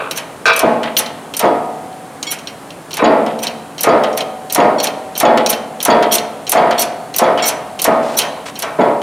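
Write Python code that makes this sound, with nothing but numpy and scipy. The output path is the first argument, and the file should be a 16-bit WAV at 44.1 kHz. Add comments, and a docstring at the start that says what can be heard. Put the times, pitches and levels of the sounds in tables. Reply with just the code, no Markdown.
"""A hydraulic shop press pumped by hand in a garage, heard from a close stereo microphone with a limiter.
The steel knocks, then the first push: the loose handle crosses its play (tick, clink, clack), the load
comes on and the whole frame booms. On the way back the pin scrapes and the handle rattles in its socket.
After a second push and a pause, the strokes settle to one about every two thirds of a second.
Two soft scuffs come around the last push, near 8.6 s. Workshop air and a faint hum lie under it all."""
import sys
import numpy as np
from scipy import signal
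from scipy.fft import rfft, irfft
from scipy.io import wavfile
from scipy.ndimage import uniform_filter1d

SR = 44100
rng = np.random.default_rng(int(sys.argv[2]) if len(sys.argv) > 2 else 0)


def wrap_up_sound(samples):
    """Save the sound to the file named by the first command line argument, as 16-bit audio."""
    columns = np.atleast_2d(samples).T
    # keep every value between -1 and 1, then stretch to whole-number steps
    tamed = np.clip(columns, -1, 1)
    steps = np.round(tamed * 32767).astype(np.int16)
    wavfile.write(sys.argv[1], SR, steps)


N = 397782

JOLT_LAG_S, GEAR_LAG_S, JOLT_CUT_HZ = 0.006, 0.021, 394
# Down strokes: clack_s, play_s, swing_db, load_wait_s, boom_db, slip_s, bass_lift_db, gear_db
PUSH_STROKES = [(.592, 0.061, -9, 0.037, -9, 0.035, 1.5, -29),
                (1.393, 0.055, -8.5, .037, -8, 0.026, 0.5, -23),
                (2.969, 0.061, -14.5, 0.052, -6.5, 0.12, 3.5, -11),
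                (3.833, 0.052, -8, 0.035, -6.5, 0.091, -1.5, -15.5),
                (4.547, 0.048, -7.5, 0.031, -7.5, 0.085, 0, -15.5),
                (5.200, 0.047, -7.5, 0.03, -7, 0.11, 0.5, -11),
                (5.850, 0.047, -7, 0.03, -7.5, 0.11, 0, -10), (6.518, 0.05, -6, .031, -9, 0.135, -3.5, -17),
                (7.184, 0.044, -6, 0.031, -9, 0.073, -3.5, -17.5),
                (7.842, 0.051, -6.5, 0.034, -7, 0.0093, -3.5, -41),
                (8.622, 0.067, -12.5, 0.165, -9.5, 0.076, 2, -24)]

def pushes():
    """Socket, pin and link meet in turn, then the load comes on. Gives linkage and frame sound apart."""
    linkage, booms, jolts = np.zeros((3, N))
    for clack_s, play_s, swing_db, wait_s, boom_db, slip_s, bass_db, gear_db in PUSH_STROKES:
        add(linkage, clack_s - play_s, bounced(tick, swing_db - 9.5))
        add(linkage, clack_s - 0.48 * play_s, clink(swing_db - 0.5))
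        add(linkage, clack_s, clack(swing_db))
        add(jolts, clack_s + JOLT_LAG_S, jolt(swing_db - 9.5))
        load_s = clack_s + wait_s
        add(booms, load_s, stressed(boom(boom_db, slip_s), THUMP_HZ, boost_db=bass_db, octaves=0.79))
        add(linkage, load_s + GEAR_LAG_S, gear_ring(gear_db))
    return linkage, high_pass(booms, hz=119) + high_pass(jolts, hz=JOLT_CUT_HZ)

FRAME_T60_S, FRAME_MODES_DB = 0.94, 3
THUMP_HZ, THUMP_DB, THUMP_PEAK_S = 260, -8, 0.007
# Main modes of the press frame: pitch_hz, level_db
FRAME_MODES = [(153, -9.5), (218, 1.5), (236, 2.5), (281, -2), (441, 4), (458, 5), (504, 5), (520, 6),
               (581, 7), (601, 10), (631, 9), (654, 12.5), (678, 10), (711, 12), (838, 6), (868, 5),
               (955, 6.5), (1026, -3.5), (1078, 1.5), (1126, -3.5), (1238, 0.5), (1328, 0.5), (1403, -4),
               (1489, -21), (1522, -5.5), (1835, -6), (1915, -9)]
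# One barely damped mode that sings on between strokes: pitch_hz, level_db, t60_s
FRAME_SINGING_MODE = [(755, 0, 3.1)]
# The frame's lesser modes: pitch_hz, density_db, t60_s
FRAME_LESSER = [(30, -75, 0.23), (85, -38, .5), (125, -8.5, 0.6), (335, 1, 0.86), (614, -2, 1),
                (950, -3.5, 1), (1410, -11, 0.59), (2190, -13.5, 0.54), (2540, -22.5, 0.71),
                (5030, -37.5, 0.78), (7000, -56, 0.19), (16000, -104, .15)]

def boom(db, slip_s):
    """The gear breaks loose with a low thump and feeds the frame for as long as it slips."""
    tilt = np.clip(-1.4 + 12.7 * slip_s, -1, 1.5)  # a longer slip is brighter
    modes = damped(FRAME_MODES, FRAME_T60_S) + FRAME_SINGING_MODE
    ring = strike(modes, FRAME_LESSER, modes_db=FRAME_MODES_DB, rise_s=0.0028, rasp_db=-0.5,
                  size=65536, tilt=tilt, centre_hz=660, slip_s=slip_s)
    t = np.arange(len(ring)) / SR
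    punch = 1 + 0.3 * np.exp(-t / 0.04)  # the break from rest pushes hardest
    swell = (t / THUMP_PEAK_S * np.exp(1 - t / THUMP_PEAK_S)) ** 2
    thump = swell * np.sin(2 * np.pi * (THUMP_HZ * t + rng.random()))
    return amp(db) * (ring * punch + amp(THUMP_DB) * thump)

def jolt(db):
    """A clack shakes the frame lightly, with little bass."""
    return amp(db) * strike(damped(FRAME_MODES, FRAME_T60_S), FRAME_LESSER, modes_db=FRAME_MODES_DB,
                            rise_s=0.00087, rasp_db=4, size=32768, tilt=5.3, centre_hz=590)

# Modes of the handle socket: pitch_hz, level_db, t60_s
SOCKET_MODES = [(3120, 0, 0.24), (3176, 10.5, 0.023), (3963, 15, 0.018), (4260, 9.5, 0.046),
                (5630, 9.5, 0.06), (6500, 6.5, 0.05), (8560, -6.5, 0.14)]
# Its lesser modes: pitch_hz, density_db, t60_s
SOCKET_LESSER = [(300, 3.5, 0.15), (1770, -8, 0.49), (3200, 9.5, 0.019), (6350, -8.5, 0.16),
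                 (7400, 0, 0.013), (14700, -16, 0.13)]

def tick(db):
    """The handle touches its socket."""
    return amp(db) * strike(SOCKET_MODES, SOCKET_LESSER, modes_db=1.5, rise_s=0.00021, rasp_db=4,
                            size=4096)

# Modes of the link pin: pitch_hz, level_db, t60_s
PIN_MODES = [(5980, 3.5, 0.038), (8670, -3.5, 0.077), (10840, 4, 0.024), (11070, -5, 0.11),
             (14050, 7, 0.031)]
# Its lesser modes: pitch_hz, density_db, t60_s
PIN_LESSER = [(505, 9.5, 0.0058), (1860, -9, 0.96), (3440, 1, 0.2), (8200, 2.5, 0.11), (10500, -4, 0.17),
              (13000, 2, 0.072), (17100, -23, 0.05)]

def clink(db):
    """The link pin slides home; firmer is brighter."""
    return amp(db) * strike(PIN_MODES, PIN_LESSER, modes_db=7, rise_s=0.00055, rasp_db=4,
                            size=8192, tilt=7 + 0.5356 * db, centre_hz=7240)

# Lesser modes of the link: pitch_hz, density_db, t60_s
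LINK_LESSER = [(200, -16, 0.052), (2390, 13.5, 0.22), (4540, 11, 0.084), (4800, -5.5, 0.26),
               (5530, 14, 0.084), (7800, 2.5, 0.097), (11270, 13.5, 0.024), (13400, 2, 0.027),
               (16100, -5.5, 0.02)]

def clack(db):
    """The linkage meets the end of its play; harder is brighter."""
    return amp(db) * strike(PIN_MODES, LINK_LESSER, modes_db=-7.5, rise_s=0.0004, rasp_db=0.5,
                            size=8192, tilt=10.5 + 0.7 * db, centre_hz=5650)

# Modes of the gear: pitch_hz, level_db, t60_s
GEAR_MODES = [(3370, -1, 0.25), (4380, -3, 0.14), (4730, -5, 0.21), (6770, 4.5, 0.038)]
# Its lesser modes: pitch_hz, density_db, t60_s
GEAR_LESSER = [(1500, 8, 0.18), (3020, 13, 0.16), (5300, -0.5, 0.22), (6900, -26, 0.048), (14000, -32, .05)]

def gear_ring(db):
    """The gear rings as it breaks loose on the shaft."""
    return amp(db) * strike(GEAR_MODES, GEAR_LESSER, modes_db=-1, rise_s=0.002, rasp_db=7, size=16384)

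# Back strokes: clack_s, clack_db, scrape_s, scrape_db
BACK_STROKES = [(0.175, -13.5, 0.02, -14.5), (.989, -8, 0.021, -2.5), (2.320, -21, 0.016, -7),
                (3.435, -13.5, 0.015, -12), (4.175, -12, 0.0082, -17), (4.841, -9.5, 0.015, -8.5),
                (5.502, -9, 0.016, -3.5), (6.153, -8, 0.037, -2.5), (6.820, -8.5, 0.038, -5.5),
                (7.485, -7, 0.031, -5), (8.188, -4.5, 0.021, -4)]

def pulls():
    """Pulled back, the pin scrapes up to a clack. Gives linkage and jolted frame sound apart."""
    linkage, jolts = np.zeros((2, N))
    for clack_s, clack_db, scrape_s, scrape_db in BACK_STROKES:
        add(linkage, clack_s - scrape_s, scrape(scrape_db, scrape_s))
        add(linkage, clack_s, clack(clack_db))
        add(jolts, clack_s + JOLT_LAG_S, jolt(clack_db - 15.5))
    return linkage, high_pass(jolts, hz=JOLT_CUT_HZ)

SLIPS_PER_S, SCRAPE_RELEASE_S = 900, 0.00093
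SQUEAK_HZ, SQUEAK_DB = 5650, -12

def scrape(db, length_s):
    """The pin drags across its hole: tiny slips ring pin and socket; a squeak rises as it binds."""
    t = np.arange(8192) / SR
    progress = np.minimum(t / length_s, 1)
    pressure = progress ** 0.33 * np.exp(-np.maximum(t - length_s, 0) / SCRAPE_RELEASE_S)
    slips = pressure * rng.standard_normal(len(t)) * (rng.random(len(t)) < SLIPS_PER_S / SR)
    ring = sum(signal.fftconvolve(slips, part)[:len(t)] for part in (clink(db), tick(db - 5.5)))
    grind = unit(ring) * np.sqrt(np.mean(pressure ** 2)) / 2
    bend = 0.076 * rng.uniform(.5, 1) * progress
    hz = SQUEAK_HZ * (1 + bend + .025 * wobble(len(t), hz=900))
    squeak = pressure * np.sin(2 * np.pi * np.cumsum(hz) / SR)
    return amp(db) * (grind + amp(SQUEAK_DB) * squeak)

# Touches in the socket: start_s, level_db, stressed_pitch_hz
SOCKET_TICKS = [(0.111, -11, 11200), (0.462, -11, 5960), (.967, -4.5, 3380), (1.061, -17.5, 3560),
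                (1.927, -35.5, 3220), (2.228, -11.5, 6400), (2.387, -25, 8500), (2.472, -15, 3620),
                (2.705, -25, 3700), (2.931, -15.5, 4160), (3.390, -19, 13900), (3.469, -10, 3850),
                (4.129, -25.5, 6000), (4.206, -13, 3600), (4.801, -12, 4740), (4.870, -11.5, 3670),
                (5.462, -6.5, 6350), (5.528, -11, 3740), (6.125, -7, 5660), (6.183, -9.5, 4030),
                (7.439, -12, 5600), (8.189, -0.5, 4070), (8.217, -8, 4020)]
# Rings of the free-swinging tube: start_s, level_db, stressed_pitch_hz
TUBE_PINGS = [(2.268, -19.5, 4370), (4.784, -20.5, 4370), (6.112, -18, 4450), (6.779, -14.5, 3920),
              (7.423, -14.5, 5700)]

def handle_rattle():
    """The slack handle knocks about in its socket and rings as it swings free."""
    out = np.zeros(N)
    for start_s, db, hz in SOCKET_TICKS:
        add(out, start_s, stressed(tick(db), hz, boost_db=6, octaves=0.55))
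    for start_s, db, hz in TUBE_PINGS:
        add(out, start_s, stressed(ping(db), hz, boost_db=4.5, octaves=0.32))
    return out

# Modes of the handle tube: pitch_hz, level_db, t60_s
TUBE_MODES = [(2220, -2, 0.2), (3280, 3, 0.09), (4360, 1.5, 0.12), (5600, 2.5, 0.11), (7130, -8, .1),
              (8200, -10, .06)]

def ping(db):
    """The handle tube rings and wavers as it slides in its socket."""
    return amp(db) * strike(TUBE_MODES, SOCKET_LESSER, modes_db=5, rise_s=0.0006, rasp_db=3.5,
                            size=16384, slip_s=.03)

# Modes of the cross beam: pitch_hz, level_db
BEAM_MODES = [(459, -5), (481, -7), (653, 1), (1019, -3), (1111, -5), (1167, -3), (1236, 3), (1404, -7),
              (1490, 2), (1512, -5), (1555, 5), (2315, 1), (2379, 2), (2574, 0), (2750, -3), (3348, -4.5),
              (3520, -7), (3774, -8), (3892, -4)]
# Its lesser modes: pitch_hz, density_db, t60_s
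BEAM_LESSER = [(150, -62, 0.76), (436, 1, 0.82), (754, -2.5, 1), (1430, 6, 0.71), (2080, -1, 0.37),
               (2520, 2, 0.75), (3080, -10, 0.76), (3770, -4.5, 0.57), (6260, -7, 0.04),
               (15000, -31, 0.041)]
# The loaded steel gives: start_s, level_db, tilt_db_per_octave, slip_s
BEAM_KNOCKS = [(-.16, -5, -2.5, 0.019), (.456, -7, -1.5, 0.04), (2.992, -17.5, -7, .005),
               (3.848, -21, -8.5, 0.004), (8.644, -28.5, -4.5, 0.039)]

def beam_knocks():
    """Sudden slips in the loaded stack ring the cross beam."""
    out = np.zeros(N)
    for start_s, db, tilt, slip_s in BEAM_KNOCKS:
        ring = strike(damped(BEAM_MODES, t60_s=0.48), BEAM_LESSER, modes_db=4, rise_s=0.00031,
                      rasp_db=-5, size=32768, tilt=tilt, centre_hz=1650, slip_s=slip_s)
        add(out, start_s, amp(db) * ring)
    return out

# Modes of the pump body: pitch_hz, level_db, t60_s
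PUMP_MODES = [(1970, -1.5, 0.26), (3010, 2, 0.14), (3260, -2, 0.24)]
# Its lesser modes: pitch_hz, density_db, t60_s
PUMP_LESSER = [(400, -8, 0.72), (1300, 4, 0.56), (3300, -1.5, 0.33), (5000, -5, 0.13), (7000, -10.5, 0.072),
               (15000, -19, 0.032)]
# Taps at the bottom of the stroke: start_s, level_db
PUMP_TAPS = [(0.831, -19.5), (3.263, -24.5), (4.035, -21), (5.374, -17.5), (6.025, -18.5), (6.709, -18.5),
             (7.375, -15.5), (9.016, -20.5)]

def pump_taps():
    """The pump body rings when its piston bottoms."""
    out = np.zeros(N)
    for start_s, db in PUMP_TAPS:
        ring = strike(PUMP_MODES, PUMP_LESSER, modes_db=-4.5, rise_s=0.00045, rasp_db=-4, size=16384)
        add(out, start_s, amp(db) * ring)
    return out

# Soft scuffs: start_s, length_s, level_db
SOFT_SCUFFS = [(8.007, 0.18, -32), (8.451, 0.057, -27)]

def scuffs():
    """Short rubbing noises with a rough grain."""
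    out = np.zeros(N)
    for start_s, length_s, db in SOFT_SCUFFS:
        size = int(length_s * SR)
        rub = noise([(200, -3), (900, 12.5), (4000, 3.5), (9000, -4), (15000, -21)], size=16384)[:size]
        add(out, start_s, amp(db + 2 * wobble(size, hz=200)) * rub * signal.windows.tukey(size, .5))
    return out

# Ring time of the garage: pitch_hz, t60_s
GARAGE_DECAY = [(150, 0.01), (700, 0.16), (2500, 0.91), (6000, 0.45), (14000, 0.17)]

def garage(x):
    """Sparse echoes of random sign; the two close microphones hear nearly the same ones."""
    t = np.arange(SR) / SR
    echoes = rng.choice([-1., 1.], (2, SR)) * (rng.random((2, SR)) < .12)
    tail = dying(echoes, lambda hz: read(GARAGE_DECAY, hz)) * (1 - np.exp(-t / 0.0035))
    mid, side = signal.fftconvolve(x[None], tail / np.linalg.norm(tail[0]), axes=1)[:, :N]
    return mid + amp(-12) * np.array([side, -side])

AIR_DB = -33.5
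# Room tone at the microphone: pitch_hz, density_db
AIR_SPECTRUM = [(20, -23), (60, -4.5), (150, 8), (720, 6.5), (1200, 1.5), (2500, -9), (5500, -16.5),
                (9400, -12), (13000, -21), (16000, -30)]
# Hum in the room: pitch_hz, level_db
HUM_TONES = [(160, -48.5), (277, -45.5)]

def room_tone():
    """The steady rush of the workshop, with a faint wavering hum and a little hiss on top."""
    t = np.arange(N) / SR
    mid = amp(AIR_DB + 0.25 * wobble(N, hz=12)) * noise(AIR_SPECTRUM, N)
    for hz, db in HUM_TONES:
        level = amp(db + 0.24 * wobble(N, hz=1.97)) * np.sqrt(2)
        mid += level * np.sin(2 * np.pi * hz * t + wobble(N, hz=11))
    side = amp(AIR_DB - 31) * noise(AIR_SPECTRUM, N)
    return np.array([mid + side, mid - side])

def strike(modes, lesser, modes_db, rise_s, rasp_db, size, tilt=0., centre_hz=1000, slip_s=0.):
    """A blow on steel: main modes stand modes_db over chattering lesser ones; tilt is dB per octave."""
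    t = np.arange(size) / SR
    hz, db, t60 = np.transpose(modes)[:, :, None]
    # load and contact vary from blow to blow, shifting each mode a little in pitch and strength
    hz = hz + np.clip(.005 * hz, 2, 22) * rng.standard_normal(hz.shape)
    weight = amp(db + 2.5 * rng.standard_normal(db.shape))
    phase = rng.random(hz.shape)
    if slip_s > 0:  # a slip jogs each mode, so it wavers and swells until the steel settles
        jogged = np.minimum(np.arange(size), int(2 * slip_s * SR))
        waver = np.array([wobble(jogged[-1] + 1, hz=16)[jogged] for _ in hz])
        swell = np.array([wobble(jogged[-1] + 1, hz=16)[jogged] for _ in hz])
        phase = phase + waver / (2 * np.pi)
        weight = weight * amp(3 * swell)
    decay = amp(-60 * age(t, slip_s) / t60)
    tones = (weight * decay * np.sin(2 * np.pi * (hz * t + phase))).sum(0)
    tones /= np.sqrt(np.mean(weight ** 2, axis=1).sum() / 2)
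    chatter = unit(amp(min(rasp_db, 3.5) * wobble(size, hz=170)))
    dense = dying(noise(lesser, size), lambda f: read(lesser, f, column=2), slip_s) * chatter
    octaves = np.log2(np.clip(np.fft.rfftfreq(size, 1 / SR) / centre_hz, 1 / 4, 4))
    ring = irfft(rfft(amp(modes_db) * tones + dense) * amp(tilt * octaves), size)
    attack = 1 - np.exp(-t / rise_s)
    fade = np.minimum(10 * (1 - t / t[-1]), 1) ** 2
    return ring * attack * fade / np.hypot(1, amp(modes_db))

def bounced(touch, db):
    """A loose part touches, then bounces a few milliseconds later, slightly weaker."""
    out = np.zeros(10000)
    add(out, 0, touch(db))
    add(out, 0.007 * rng.uniform(0.54, 1.4), touch(db - 0.5))
    return out

def stressed(x, hz, boost_db, octaves):
    """Where a part is touched decides which of its pitches speaks most; the overall level stays."""
    size = 2 * len(x)
    away = np.log2((np.fft.rfftfreq(size, 1 / SR) + 1) / hz) / octaves
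    boost = amp(boost_db * np.exp(-away ** 2))
    return np.std(x) * unit(irfft(rfft(x, size) * boost)[:len(x)])

def damped(modes, t60_s):
    """Gives the modes of a large part their ring time: t60_s at 1 kHz, shorter higher up."""
    return [(hz, db, t60_s * (hz / 1000) ** -.3) for hz, db in modes]

def age(t, slip_s):
    """While a slip lasts it keeps feeding the ring, which therefore dies more slowly."""
    return t - .78 * np.minimum(t, slip_s)

def dying(x, t60_of, slip_s=0.):
    """Lets each frequency of x die at its own speed."""
    hz, t, spectra = signal.stft(x, SR, nperseg=256)
    decay = amp(-60 * age(t, slip_s) / t60_of(hz)[:, None])
    return signal.istft(spectra * decay, SR, nperseg=256)[1][..., :x.shape[-1]]

def noise(spectrum, size):
    """Steady noise of a given colour, rms 1."""
    colour = amp(read(spectrum, np.fft.rfftfreq(size, 1 / SR)))
    return unit(irfft(rfft(rng.standard_normal(size)) * colour, size))

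def wobble(size, hz):
    """A random wobble of rms about 1, with hz new values a second."""
    knots = np.sqrt(3) * rng.uniform(-1, 1, 1024)
    return np.interp(np.arange(size) * hz / SR, np.arange(len(knots)), knots)

def read(table, hz, column=1):
    """One column of a table along log frequency."""
    table = np.asarray(table, float)
    return np.interp(np.log(hz + 1), np.log(table[:, 0] + 1), table[:, column])

def add(mix, start_s, sound):
    """Lays a sound into the mix."""
    start = round(start_s * SR)
    sound = sound[max(-start, 0):]
    part = mix[max(start, 0):][:len(sound)]
    part += sound[:len(part)]

def amp(db):
    """Decibels to gain."""
    return 10 ** (np.asarray(db) / 20)

def unit(x):
    """Scales to rms 1."""
    return x / np.sqrt(np.mean(x ** 2) + 1e-20)

def high_pass(x, hz, order=2):
    """Takes away the bass."""
    return signal.sosfilt(signal.butter(order, hz, "high", fs=SR, output="sos"), x)

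def microphone_spread(x, lead_s):
    """Sound reaches the left microphone just before the right, which parts them in the treble."""
    side = irfft(rfft(x) * 1j * np.pi * np.fft.rfftfreq(N, 1 / SR) * lead_s, N)
    return np.array([side, -side])

def scene():
    """Close to the press: the handle sits slightly right of centre; frame and room fill the middle."""
    push_linkage, push_frame = pushes()
    pull_linkage, pull_frame = pulls()
    handle = amp(-2) * high_pass(push_linkage + pull_linkage + handle_rattle(), hz=254)
    body = push_frame + pull_frame + beam_knocks() + pump_taps() + scuffs()
    direct = handle * amp([[-.45], [.45]]) + body + room_tone()
    echoes = garage(amp(-17) * handle + amp(-16) * body)
    return direct + microphone_spread(direct.mean(0), lead_s=4e-6) + echoes

LOW_CUT_HZ, HIGH_CUT_HZ = 54, 15900
LIMIT_DB, RECOVERY_DB_PER_S = -5, 40

def record(dry):
    """The near camera's microphone: low cut, a fast limiter slow to recover, rounded peaks, high cut."""
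    dry = high_pass(dry, LOW_CUT_HZ, order=1)
    power = abs(uniform_filter1d((dry ** 2).mean(0), size=180))
    over_db = np.maximum(10 * np.log10(power + 1e-12) - LIMIT_DB, 0)
    recovery_db = np.arange(N) * RECOVERY_DB_PER_S / SR
    reduction_db = np.maximum.accumulate(over_db + recovery_db) - recovery_db
    held = dry / amp(uniform_filter1d(reduction_db, size=64))
    rounded = held / (1 + (held / .93) ** 8) ** (1 / 8)
    low_pass = signal.firwin(255, HIGH_CUT_HZ, window=("kaiser", 9), fs=SR)
    return signal.oaconvolve(rounded, low_pass[None], "same")

dry = scene()
out = record(dry)
wrap_up_sound(out)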